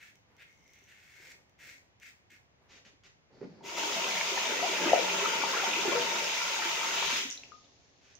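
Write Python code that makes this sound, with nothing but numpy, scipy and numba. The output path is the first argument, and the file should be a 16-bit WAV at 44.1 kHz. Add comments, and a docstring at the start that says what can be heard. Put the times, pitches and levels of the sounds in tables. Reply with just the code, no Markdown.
"""Wet shave at a bathroom basin

Close by in a small tiled bathroom, a safety razor scrapes through lathered stubble: noise and random clicks
colour the head and the snapping hairs, in a few quick strokes and one long one, while cloth rustles.
After three soft swishes of fine friction a tap hisses and opens; clicks and ringing bubbles make the stream,
the churn and the gulps as the razor is rinsed. The tap shuts, the last drops ring, a fourth swish passes
and a faint wet fizz stays over the steady noise of the quiet room."""
import sys
import numpy as np
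from scipy import signal
from scipy.fft import rfft, irfft
from scipy.io import wavfile
from scipy.ndimage import uniform_filter1d
from numba import njit

SR = 44100
rng = np.random.default_rng(int(sys.argv[2]) if len(sys.argv) > 2 else 0)


def wrap_up_sound(samples):
    """Save the sound to the file named by the first command line argument, as 16-bit audio."""
    columns = np.atleast_2d(samples).T
    # keep every value between -1 and 1, then stretch to whole-number steps
    tamed = np.clip(columns, -1, 1)
    steps = np.round(tamed * 32767).astype(np.int16)
    wavfile.write(sys.argv[1], SR, steps)


N = 361179
TIME = np.arange(N) / SR

# All levels are relative: each layer adds its own trim, and the room shares out direct and echoed sound.

# Air of the room. Each row: frequency in Hz, level in dB.
AIR = [(15, -45), (25, -36.5), (60, -6.5), (120, -8.5), (220, -15), (420, -17), (800, -17), (1400, -22.5),
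       (2100, -20), (3800, -28), (6700, -31), (8500, -55), (15500, -52.5)]
AIR_DB = -67.5
# Difference of the room between the two microphones. Each row: frequency in Hz, side minus mid in dB.
WIDTH = [(60, 1), (140, -6), (300, -6), (700, 1), (1500, 3), (4000, 5.5)]
ROOM_T60_S, ROOM_TOP_T60_S = 0.29, 0.4

# Razor strokes. Each row: start in seconds, length in seconds, scrape level in dB,
# growth from start to end in dB, bulge of the middle in dB, crispness of the cut in dB.
STROKES = [(-.01, 0.11, -51, -8, 0, -12), (0.368, 0.058, -55, 14, 1.5, -20),
           (0.456, 0.081, -65.5, -11, -0.5, -9), (0.72, 0.22, -63.5, -5, -0.5, -23),
           (0.867, 0.45, -53, 7, -4, -9), (1.577, 0.2, -58, -4, 10, -7.5), (1.995, 0.11, -58.5, 3, 9, -9.5),
           (2.294, 0.078, -54.5, -11, -0.5, -10)]
STROKE_ATTACK_S, STROKE_RELEASE_S = 0.024, 0.016
CRISP_GROWTH_DB = 5  # the cut gets crisper towards the end of each stroke
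# Ring of the razor head. Each row: frequency in Hz, width in Hz, boost in dB.
HEAD_PEAKS = [(1655, 88, 5), (1880, 99, 8), (2152, 120, 8.5), (2490, 130, -1.5), (3500, 100, 3.5)]
# Body of the razor head. Each row: frequency in Hz, level in dB.
HEAD = [(700, -42), (1200, -22), (1440, -10.5), (2000, -8.5), (2500, -3.5), (3000, -10.5), (4500, -17.5),
        (8000, -39.5)]
# Snap of the hairs. Each row: frequency in Hz, level in dB.
SNAP = [(1500, -21.5), (3000, -0.5), (4500, 2), (6800, -0.5), (8200, -9.5), (10500, -21.5), (14000, -12.5),
        (15500, -14)]
# Loudest single hairs that catch on the blade. Each row: time in seconds, level in dB.
CATCHES = [(.156, -48), (0.367, -51), (.424, -52), (.528, -54), (.641, -57), (0.679, -51), (0.7353, -45),
           (0.755, -52), (.791, -51), (.84, -52), (1.496, -55), (2.0, -47), (2.305, -50)]
# Tone of the blade. Each row: frequency in Hz, level in dB.
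BLADE = [(1200, -28), (2150, -8), (2900, -7), (4800, -14), (5900, -6.5), (7000, -10.5), (10000, -26),
         (15000, -16)]
# Resonances of the blade. Each row: frequency in Hz, width in Hz, boost in dB.
BLADE_PEAKS = [(2145, 90, 16), (3080, 120, 8), (6000, 700, 7)]
# before the long stroke the blade skates lightly over single hairs, pressing harder up to SKATE_DB
SKATE_S, SKATE_LENGTH_S, SKATE_DB, SKATE_GROWTH_DB = 0.437, 0.42, -68.5, 10.5
# the blade steps from hair to hair; the jitter is a share of one step
STEP_HZ, STEP_JITTER, STEP_SCATTER_DB = 55, .7, 11
# every hair ticks at its own pitch; the level is against the rub of the blade
TICK_LOW_HZ, TICK_HIGH_HZ, TICK_CYCLES, TICK_DB = 5270, 6450, 32, -3
# the guard sings in fits as it slides
SING_HZ, SING_WIDTH_HZ, SING_DB, SING_FLUTTER_DB = 2130, 80, -72, 6

# Moves of the arm that rustle the shirt. Each row: start in seconds, length in seconds, level in dB.
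MOVES = [(0.234, 0.15, -72), (0.497, 0.25, -77.5), (1.14, 0.24, -69), (1.574, 0.11, -67),
         (2.553, 0.32, -71.5)]
MOVE_ATTACK_S, MOVE_RELEASE_S = 0.059, 0.11
# Tone of the cloth. Each row: frequency in Hz, level in dB.
CLOTH = [(40, -8), (70, -11), (130, -7), (220, -3), (550, -3), (1100, -11), (2000, -18), (6000, -43)]
# Light brushes of hand and sleeve. Each row: start in seconds, length in seconds, level in dB.
BRUSHES = [(0.264, .09, -70.5), (2.6, .07, -72)]
# Tone of the brushes. Each row: frequency in Hz, level in dB.
BRUSH = [(300, -16), (600, -4), (900, 3), (1200, -3), (2000, -5), (6000, -30)]
# Dull bumps of the shifting arm and body. Each row: time in seconds, level in dB, pitch in Hz.
BUMPS = [(.82, -58, 380), (1.2, -53.5, 340), (1.35, -54, 400), (1.67, -54, 546), (1.95, -59, 108),
         (2.32, -57, 330), (2.39, -62, 110), (2.93, -55, 318), (2.99, -57, 110), (3.15, -59, 180)]
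BUMP_CYCLES = 13

# Soft swishes as the arm comes down and rises again.
# Each row: start in seconds, level in dB, rise in seconds, hold in seconds, fade in seconds.
SWISHES = [(2.683, -57, 0.03, .064, .02), (2.849, -57.5, 0.0014, 0.021, 0.026),
           (3.035, -58.5, 0.0011, 0.03, .026), (7.993, -64.5, 0.047, 0.089, 0.046)]
# Tone of the swishes. Each row: frequency in Hz, level in dB.
SWISH = [(500, -4), (1000, -12), (1600, -1.5), (2500, 0.5), (4200, -6), (6600, -6), (8800, -32.5),
         (15000, -35)]

# Pockets of air in the opening tap. Each row: start in seconds, length in seconds, level in dB.
PUFFS = [(3.303, 0.089, -57.5), (3.406, 0.044, -46), (3.496, 0.18, -56.5)]
PUFF_ATTACK_S, PUFF_RELEASE_S = 0.0055, 0.014
# Tone of the spout. Each row: frequency in Hz, level in dB.
SPOUT = [(50, -13), (150, 4), (400, 5.5), (700, -3), (1200, -12), (2300, -15), (3200, -30), (6500, -34),
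         (8500, -59)]
# Tone of the valve. Each row: frequency in Hz, level in dB.
VALVE = [(2000, -19), (3700, -7), (4600, 0), (5400, -7), (6700, -13), (8500, -36)]
VALVE_S, VALVE_DB = 3.31, -70.5  # the valve hisses until the water arrives

# Gulps, bubbles and drops. Each row: start in seconds, peak level in dB, pitch in Hz, cycles of ring,
# pitch rise as a share, left minus right in dB.
PLOPS = [(3.413, -32.5, 397, 9, 0.01, -4), (3.426, -39, 477, 7, 0, 0), (3.436, -40.5, 246, 4, 0, 0),
         (3.446, -39, 208, 5.7, 0, 2), (3.495, -43, 170, 9.8, 0, 0), (3.779, -30, 895, 18, 0.1, -2),
         (4.043, -23, 2620, 31, 0, -4), (4.211, -18, 2160, 30, 0.23, -4), (4.212, -27, 1730, 28, 0.38, 0),
         (4.374, -26, 890, 27, 0, -1), (4.378, -27, 1770, 35, 0.16, 2), (4.455, -24, 3080, 30, 0.24, 0),
         (4.492, -31, 423, 16, 0.3, 3), (4.581, -25, 2400, 30, 0.42, 3), (4.626, -22.5, 656, 83, 0.92, 6.5),
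         (4.811, -29.5, 315, 18, .1, -0.5), (4.858, -20, 320, 13.6, 0.11, -1),
         (4.893, -19.5, 2540, 34, 0, -1.5), (4.918, -26.5, 546, 6.4, 0.76, -11),
         (4.932, -6, 640, 8.4, 0.17, 5.5), (4.99, -26, 503, 15, 0.035, 12), (5.204, -27, 990, 56, 0.13, 6),
         (5.219, -29.5, 391, 48, 0.056, -2), (5.257, -21, 1277, 43, 0.011, 3),
         (5.275, -36, 1310, 104, 0.5, 3), (5.297, -28, 2380, 37, 0.1, 0), (5.334, -26.5, 927, 45, 0.15, 6),
         (5.415, -27, 1400, 38, 0.059, 2), (5.436, -17.5, 874, 15, 0.13, 4),
         (5.448, -31, 1180, 45, 0.076, 2), (5.479, -38, 870, 22, 0.2, 1), (5.535, -24.5, 977, 31, 0.45, 0),
         (5.566, -26.5, 1370, 50, 0.077, 0), (5.598, -29, 1400, 60, 0.2, 2), (5.62, -26, 2580, 90, 0.05, 0),
         (5.635, -25, 740, 42, 0.5, 5), (5.665, -24.5, 905, 35, 0.16, 2), (5.665, -28, 2240, 80, 0.05, 2),
         (5.672, -26, 1430, 40, 0.05, 0), (5.699, -31, 980, 30, 0.1, 1), (5.734, -21.5, 2450, 55, 0.099, 2),
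         (5.853, -23, 394, 15, 0.092, -3), (5.878, -23, 333, 9.4, 0.16, -1),
         (5.952, -22, 480, 65, 0.029, 5.5), (5.961, -26, 1300, 51, 0.25, 6), (5.996, -25, 2660, 30, .1, -6),
         (6.188, -34, 895, 28, 0.05, 8), (6.266, -26, 2520, 28, 0.2, 2), (6.296, -26, 2400, 32, 0, -5),
         (6.417, -26.5, 1400, 29, 0, 2), (6.65, -37, 327, 28, 0.23, -1), (7.025, -26, 915, 18, 0.42, 12),
         (7.027, -20, 2480, 8.8, 0.1, 3), (7.126, -43, 196, 4.9, 0.78, 0),
         (7.248, -39, 250, 11, 0.16, -4.5), (7.3024, -24, 6540, 40, 0.07, 7),
         (7.3108, -27, 5670, 43, 0.1, -15), (7.3262, -28.5, 5750, 30, 0.11, 14),
         (7.3756, -33, 3880, 60, 0.15, 0.5), (7.435, -33.5, 2500, 21, 0.3, 4),
         (7.645, -53, 3700, 70, 0, -0.5), (7.657, -60, 3400, 200, 0, 0),
         (8.1533, -43.5, 5840, 36, 0.29, -17)]

# the stream: a first thin jet, then full flow; it swells as the tap is throttled and dies away
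JET_S, JET_RISE_S, JET_DB = 3.626, 0.052, -43
FULL_S, FLOW_RISE_S, FLOW_DB = 3.763, 0.0099, -35.5
THROTTLE_DB, STOP_S, STOP_DB_PER_S = 2, 7.179, 137
SHUT_S, SHUT_LENGTH_S = 6.914, 0.38
# Tone of the splash. Each row: frequency in Hz, level in dB.
SPLASH = [(300, -25), (550, -13), (750, -5), (1000, -1), (1180, -4.5), (1350, 1), (1650, -6.5), (2100, -1),
          (2600, 1.5), (3500, -3), (4300, -7), (6600, 0.5), (8300, -19), (11500, -23.5), (15000, -18.5)]
# Middle band of the splash. Each row: time in seconds, level in dB.
SPLASH_MIDS = [(3.75, -2), (4.25, -1.5), (5.0, 1), (5.65, 0.5), (6.05, 0.5), (6.4, 0), (7.1, -1)]
MIDS_LOW_HZ, MIDS_HIGH_HZ = 1100, 2800
# Lone bubbles that ring out above the stream. Each row: rate per second, lowest pitch in Hz,
# highest pitch in Hz, nominal cycles of ring, level against the stream in dB.
PINGS = [(27.97, 565, 1610, 32, -12), (44.5, 1700, 3800, 55, -12)]
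# wander of the bubbles where the stream strikes, of the gouts it comes in, and of the heaving pool
WOBBLE_DB, WOBBLE_HZ = 0.5, 14
GOUT_DB, GOUT_HZ, HEAVE_DB, HEAVE_HZ = 1.5, 24, 1.6, 13
# Water churning in the basin. Each row: time in seconds, level in dB.
CHURN = [(3.61, -51), (3.68, -46), (3.88, -39), (4.2, -41.5), (5.2, -38.5), (6.05, -39.5), (6.45, -46),
         (7.14, -45), (7.3, -60.5)]
# Tone of the churn. Each row: frequency in Hz, level in dB.
GURGLE = [(70, -29.5), (130, -23), (185, -8), (260, -5.5), (340, -1), (550, 0), (720, -2.5), (1100, -9.5)]
# Swirls of the razor under the stream. Each row: start in seconds, length in seconds, churn level in dB.
RINSES = [(4.794, .11, -34.5), (5.833, 0.18, -37)]
RINSE_ATTACK_S, RINSE_RELEASE_S = 0.012, 0.055
# Resonances of the basin. Each row: frequency in Hz, width in Hz, boost in dB.
BASIN = [(143, 18, 2.5), (182, 25, 1.5), (211, 18, 2.5), (319, 40, 0), (392, 45, 3.5), (470, 40, -1),
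         (532, 35, 3.5), (657, 40, 0.5), (770, 57, -10), (915, 78, 10), (1390, 66, -2), (1990, 89.6, 4.5)]
SLOSH_SHARE, SLOSH_HZ = .014, 11  # how far and how fast the sloshing water detunes them
# The basin at the two microphones. Each row: frequency in Hz, left minus right in dB.
BASIN_PAN = [(200, 0), (380, 1), (700, 5.5), (1300, 1.5), (2400, 1.5), (5000, 0), (15000, -1)]
# Brighter spatter of the throttled jet before it stops. Each row: frequency in Hz, level in dB.
SPATTER = [(500, -12), (1200, -1), (1800, -2), (2400, -9), (3400, 2), (4500, -5), (8500, -34)]
SPATTER_S, SPATTER_LENGTH_S, SPATTER_DB = 6.92, 0.25, -36
SPATTER_RISE_S, SPATTER_FADE_S = 0.059, 0.032

# Tone of the draining fizz. Each row: frequency in Hz, level in dB.
FIZZ = [(100, -6.5), (200, 0), (630, -3), (1400, -14), (2500, -10), (4000, -8), (6700, -7.5), (8600, -44),
        (15000, -44.5)]
# once the tap is shut, a burst of fizz sinks to a faint lasting level
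DRAIN_S, DRAIN_DB, DRAIN_FADE_S, DRAIN_REST_DB = 7.33, -54, 0.17, -68.5
# Modes rung by a last drop on the drain. Each row: frequency in Hz, peak level in dB, cycles of ring.
DRIP = [(1230, -48.5, 320), (1260, -55, 380), (1330, -50, 55), (2820, -69, 600)]
DRIP_S, DRIP_PAN_DB = 7.519, 11.5

TOP_HZ = 15650


def undb(db):
    """Decibels to gain."""
    return 10 ** (np.asarray(db) / 20)


def unit(x):
    """Scale to rms 1."""
    return x / np.sqrt(np.mean(x ** 2))


def envelope(s, db):
    """Gain along a level curve, fading to next to nothing just outside it."""
    return undb(np.interp(TIME, np.r_[s[0] - .02, s, s[-1] + .02], np.r_[-110, db, -110]))


def burst(s, length, attack, release):
    """Gain that rises from s, holds until length has passed, then dies away exponentially."""
    return np.clip((TIME - s) / attack, 0, 1) * np.exp(-np.maximum(TIME - s - length, 0) / release)


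def progress(s, length):
    """Runs from 0 to 1 over an event."""
    return np.clip((TIME - s) / length, 0, 1)


def waver(rate_hz):
    """Smooth random wander about zero, with a spread a little above one half."""
    knots = rng.standard_normal(2000)
    return 0.68 * np.interp(TIME * rate_hz, np.arange(len(knots)), knots)


def colour(x, points, peaks=(), size=4096):
    """Causal filter from (Hz, dB) points with (Hz, width, dB) resonances on top."""
    hz = np.fft.rfftfreq(size, 1 / SR)
    at, db = np.transpose(points)
    db = np.interp(np.log(hz + 1), np.log(at), db)
    db = db + sum(boost / (1 + (2 * (hz - f) / width) ** 2) for f, width, boost in peaks)
    # folding the cepstrum forward gives minimum phase
    cepstrum = irfft(np.log(undb(db)))
    cepstrum[1:size // 2] *= 2
    cepstrum[size // 2 + 1:] = 0
    return signal.fftconvolve(x, irfft(np.exp(rfft(cepstrum))))[:len(x)]


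def diffuse(count):
    """Stereo noise from all sides; its likeness at the two microphones varies with frequency."""
    mid, side = rfft(rng.standard_normal((2, count)))
    at, db = np.transpose(WIDTH)
    share = undb(np.interp(np.log(np.fft.rfftfreq(count, 1 / SR) + 1), np.log(at), db))
    return irfft(np.array([mid + share * side, mid - share * side]) / np.hypot(1, share), count)


def room(x, wet_db, pan_db=0, count=1, size=22000):
    """Direct sound plus the tiles' dense echo; a source wanders among count spots, each with its own echo."""
    t, knots = TIME[:size], np.arange(0, TIME[-1] + .05, .05)
    visits = rng.random((len(knots), count)) ** 2 + 1e-3
    shares = np.array([np.interp(TIME, knots, v) for v in visits.T])
    shares /= np.sqrt(np.sum(shares ** 2, axis=0))
    x = np.broadcast_to(x, (2, N))
    out = x * undb([[pan_db / 2], [-pan_db / 2]])
    for share in shares:
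        noise = diffuse(size)
        low = signal.sosfilt(signal.butter(1, 4000, fs=SR, output="sos"), noise)
        # the treble lingers longer
        tail = low * undb(-60 * t / ROOM_T60_S) + (noise - low) * undb(-60 * t / ROOM_TOP_T60_S)
        tail = tail * (t > .003)
        echo = signal.oaconvolve(x * share, unit(tail) / np.sqrt(size), axes=1)[:, :N]
        out = out + undb(wet_db) * echo
    return out / np.hypot(1, undb(wet_db))


def clicks(rate, spread_db):
    """Random clicks, many small and a few large; rms 1."""
    sizes = undb(spread_db * np.minimum(rng.exponential(size=N), 4)) * rng.choice([-1, 1], N)
    return unit((rng.random(N) < rate / SR) * sizes)


@njit
def ring(s, size, hz, cycles, rise):
    """Ringing tones: each swells in about a cycle, may rise in pitch and dies by 60 dB over its cycles."""
    out = np.zeros(N)
    for k in range(len(s)):
        start, length = int(s[k] * SR), int(cycles[k] * SR / hz[k])
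        for i in range(min(length, N - start)):
            age = i / length
            turns = cycles[k] * age * (1 + rise[k] * age / 2)
            swell = 1 - np.exp(-(turns / 1.3) ** 2)
            decay = np.exp(-6.9 * (age - 2 / cycles[k]))
            out[start + i] += size[k] * swell * decay * np.sin(2 * np.pi * turns)
    return out


def bubbles(rate, low_hz, high_hz, cycles, spread_db):
    """A cloud of bubbles ringing at random times, pitches and sizes; rms 1."""
    when, pitch, big, life = rng.random((int(rate * N / SR), 4)).T
    hz = (np.sqrt(low_hz) + pitch * (np.sqrt(high_hz) - np.sqrt(low_hz))) ** 2
    size = hz ** .75 * undb(spread_db * np.minimum(-np.log(1 - big), 5))
    return unit(ring(when * N / SR, size, hz, max(cycles, 5) * (0.8 + life), 0.33 * life))


def air():
    """The steady rumble and hiss of the quiet room, as coloured noise from all sides."""
    return unit(np.array([colour(side, AIR) for side in diffuse(N)])) * undb(AIR_DB)


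def razor():
    """The blade snaps hairs in dense random clicks; each snap ticks and rings the head, some catch singly."""
    scrape, cut = pressure()
    # the blade drags unevenly over the skin
    drag = undb(1.4 * unit(uniform_filter1d(rng.standard_normal(N), size=400)))
    hairs = unit(clicks(1100, 1.6) + 0.79 * rng.standard_normal(N)) * drag
    head = unit(colour(hairs, HEAD, HEAD_PEAKS)) * scrape * undb(-2.0)
    snap = unit(colour(hairs, SNAP)) * cut
    catches = np.zeros(N)
    for at, db in CATCHES:
        catches[int(at * SR)] = undb(db + 22.0)
    crackle = colour(catches, BLADE, BLADE_PEAKS) + skate()
    return room(head + snap + crackle, 0.85, pan_db=1.0, count=3)


def pressure():
    """Gains of scrape and snap: in each stroke the blade lands, bears down along an arc and lifts."""
    scrape, cut = 0, 0
    for s, length, db, growth_db, bulge_db, crisp_db in STROKES:
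        along = progress(s, length) - .5
        arc_db = db + growth_db * along + bulge_db * np.cos(np.pi * along)
        gain = burst(s, length, STROKE_ATTACK_S, STROKE_RELEASE_S) * undb(arc_db)
        scrape = scrape + gain
        cut = cut + gain * undb(crisp_db + CRISP_GROWTH_DB * along)
    return scrape, cut


def skate():
    """The lightly pressed blade steps over single hairs in a quick patter while its guard sings."""
    touch = burst(SKATE_S, SKATE_LENGTH_S, .03, 0.064)
    press = undb(SKATE_DB + SKATE_GROWTH_DB * (progress(SKATE_S, SKATE_LENGTH_S) - 1.0))
    late, big, pitch = rng.random((int(STEP_HZ * N / SR), 3)).T
    s = (np.arange(len(late)) + STEP_JITTER * late) / STEP_HZ
    hz = TICK_LOW_HZ + pitch * (TICK_HIGH_HZ - TICK_LOW_HZ)
    sizes = undb(STEP_SCATTER_DB * big)
    ticks = unit(ring(s, sizes, hz, TICK_CYCLES * np.ones(len(s)), np.zeros(len(s))))
    rub = unit(colour(clicks(900, 1.8), BLADE, BLADE_PEAKS))
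    resonator = signal.iirpeak(SING_HZ, SING_HZ / SING_WIDTH_HZ, fs=SR)
    guard = signal.lfilter(*resonator, rng.standard_normal(N))
    sing = unit(guard) * undb(SING_DB + SING_FLUTTER_DB * waver(30))
    return ((rub + undb(TICK_DB) * ticks) * press + sing) * touch


def rustle():
    """Cloth rubs in fits with the arm, dull and close, with soft ringing bumps and lighter brushes."""
    gain = sum(undb(db) * burst(s, length, MOVE_ATTACK_S, MOVE_RELEASE_S) for s, length, db in MOVES)
    cloth = unit(colour(clicks(1500, 2.3), CLOTH)) * gain * undb(1.7 * waver(22.4))
    touch = sum(undb(db) * burst(s, length, 0.035, .04) for s, length, db in BRUSHES)
    brush = unit(colour(clicks(900, 2.5), BRUSH)) * touch
    s, db, hz = np.array(BUMPS, float).T.copy()
    bumps = ring(s, undb(db - 4), hz, BUMP_CYCLES * np.ones(len(s)), np.zeros(len(s)))
    return room(cloth + brush + bumps, -0.86)


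def swishes():
    """Short rubs of fine-grained friction, with more echo than direct sound."""
    gain = sum(undb(db) * burst(s, rise + hold, rise, fade) for s, db, rise, hold, fade in SWISHES)
    return room(unit(colour(clicks(4000, 2.4), SWISH)) * gain * undb(1.5), 1.3)


def spout():
    """The valve hisses unevenly, and pockets of air thump through the opening tap before the water comes."""
    puffs = sum(undb(db) * burst(s, length, PUFF_ATTACK_S, PUFF_RELEASE_S) for s, length, db in PUFFS)
    hiss = unit(colour(rng.standard_normal(N), VALVE)) * undb(VALVE_DB)
    valve = hiss * undb(3.0 * waver(25.55)) * burst(VALVE_S, JET_S - VALVE_S, 0.036, 0.054)
    return room(unit(colour(clicks(2000, 3.2), SPOUT)) * puffs + valve, 0.92)


def plops():
    """Pockets of air gulp as the razor is rinsed; the last drops plink after the tap shuts."""
    s, db, hz, cycles, rise, pan_db = np.array(PLOPS, float).T.copy()
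    pair = np.array([ring(s, undb(db + side * pan_db / 2), hz, cycles, rise) for side in (1, -1)])
    highpass = signal.butter(2, 140, "high", fs=SR, output="sos")
    return room(signal.sosfilt(highpass, pair), -1.4, count=3)


def tap():
    """The stream bursts in gouts into spray and small bubbles; larger ones churn in the pool."""
    wobble = undb(WOBBLE_DB * waver(WOBBLE_HZ))
    spray = unit(clicks(5000, 3.0) + 0.61 * bubbles(1600, 489.4, 5130, 16.8, 2.02) * wobble)
    pings = sum(undb(db) * bubbles(rate, low, high, cycles, 1.1) for rate, low, high, cycles, db in PINGS)
    splash = (basin(spray, SPLASH) + pings) * flow() * undb(4.0)
    band = signal.butter(2, [MIDS_LOW_HZ, MIDS_HIGH_HZ], "band", fs=SR, output="sos")
    mids = signal.sosfiltfilt(band, splash)
    mids_db = np.interp(TIME, *np.transpose(SPLASH_MIDS)) + GOUT_DB * waver(GOUT_HZ)
    splash = splash + mids * (undb(mids_db) - 1)
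    # as the tap shuts, the thinning trickle no longer drums on the basin
    thin = signal.sosfiltfilt(signal.butter(2, 1500, "high", fs=SR, output="sos"), splash)
    splash = thin + (splash - thin) * (1 - progress(SHUT_S, SHUT_LENGTH_S))
    rinse = sum(undb(db) * burst(s, length, RINSE_ATTACK_S, RINSE_RELEASE_S) for s, length, db in RINSES)
    churn = np.hypot(envelope(*np.transpose(CHURN)), rinse) * undb(HEAVE_DB * waver(HEAVE_HZ))
    gurgle = basin(bubbles(550, 77.7, 1000, 9.8, 2.1), GURGLE) * churn * undb(-0.5)
    left, right = room(splash + spatter() + gurgle, 2.38, count=8)
    half = np.array(BASIN_PAN) * [1, .5]
    return np.array([colour(left, half), colour(right, half * [1, -1])])


def flow():
    """Gain of the stream: it opens in two steps, runs steadily, swells when throttled and stops."""
    jet, full = progress(JET_S, JET_RISE_S), progress(FULL_S, FLOW_RISE_S)
    swell_db = THROTTLE_DB * progress(SHUT_S, STOP_S - SHUT_S)
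    closing_db = swell_db - STOP_DB_PER_S * np.maximum(TIME - STOP_S, 0)
    return (undb(JET_DB) * jet * (1 - full) + undb(FLOW_DB) * full) * undb(closing_db)


def basin(x, points):
    """Colour by the basin, wandering between lowered and raised resonances as the water sloshes; rms 1."""
    low, high = (colour(x, points, np.array(BASIN) * [1 + way * SLOSH_SHARE, 1, 1]) for way in (-1, 1))
    share = np.clip(.5 + waver(SLOSH_HZ), 0, 1)
    return unit(low + share * (high - low))


def spatter():
    """The narrowing jet breaks up into small, bright drops."""
    drops = unit(clicks(3000, 3.0) + 0.37 * bubbles(700, 1410, 3740, 22, 1.5))
    gain = undb(SPATTER_DB) * burst(SPATTER_S, SPATTER_LENGTH_S, SPATTER_RISE_S, SPATTER_FADE_S)
    return unit(colour(drops, SPATTER)) * gain


def drain():
    """Tiny bubbles burst in the wet basin, sinking to a faint lasting fizz."""
    first = undb(DRAIN_DB) * burst(DRAIN_S, 0.015, 0.013, DRAIN_FADE_S)
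    rest = undb(DRAIN_REST_DB) * progress(DRAIN_S, DRAIN_FADE_S)
    foam = unit(clicks(2500, 3.2) + 0.41 * bubbles(900, 309, 7800, 16, 2.9))
    return room(unit(colour(foam, FIZZ)) * (first + rest), 1.75)


def drip():
    """One drop strikes the drain, whose close modes beat as they ring on."""
    hz, db, cycles = np.array(DRIP, float).T.copy()
    modes = ring(np.full(len(hz), DRIP_S), undb(db), hz, cycles, np.zeros(len(hz)))
    return room(modes, -8, pan_db=DRIP_PAN_DB)


def scene():
    """Shaving, then rinsing, in the same small room."""
    return air() + razor() + rustle() + swishes() + spout() + plops() + tap() + drain() + drip()


def record(dry):
    """The microphones' steep low-pass cuts the top."""
    return signal.sosfilt(signal.ellip(10, .2, 70, TOP_HZ, fs=SR, output="sos"), dry)


dry = scene()
out = record(dry)
wrap_up_sound(out)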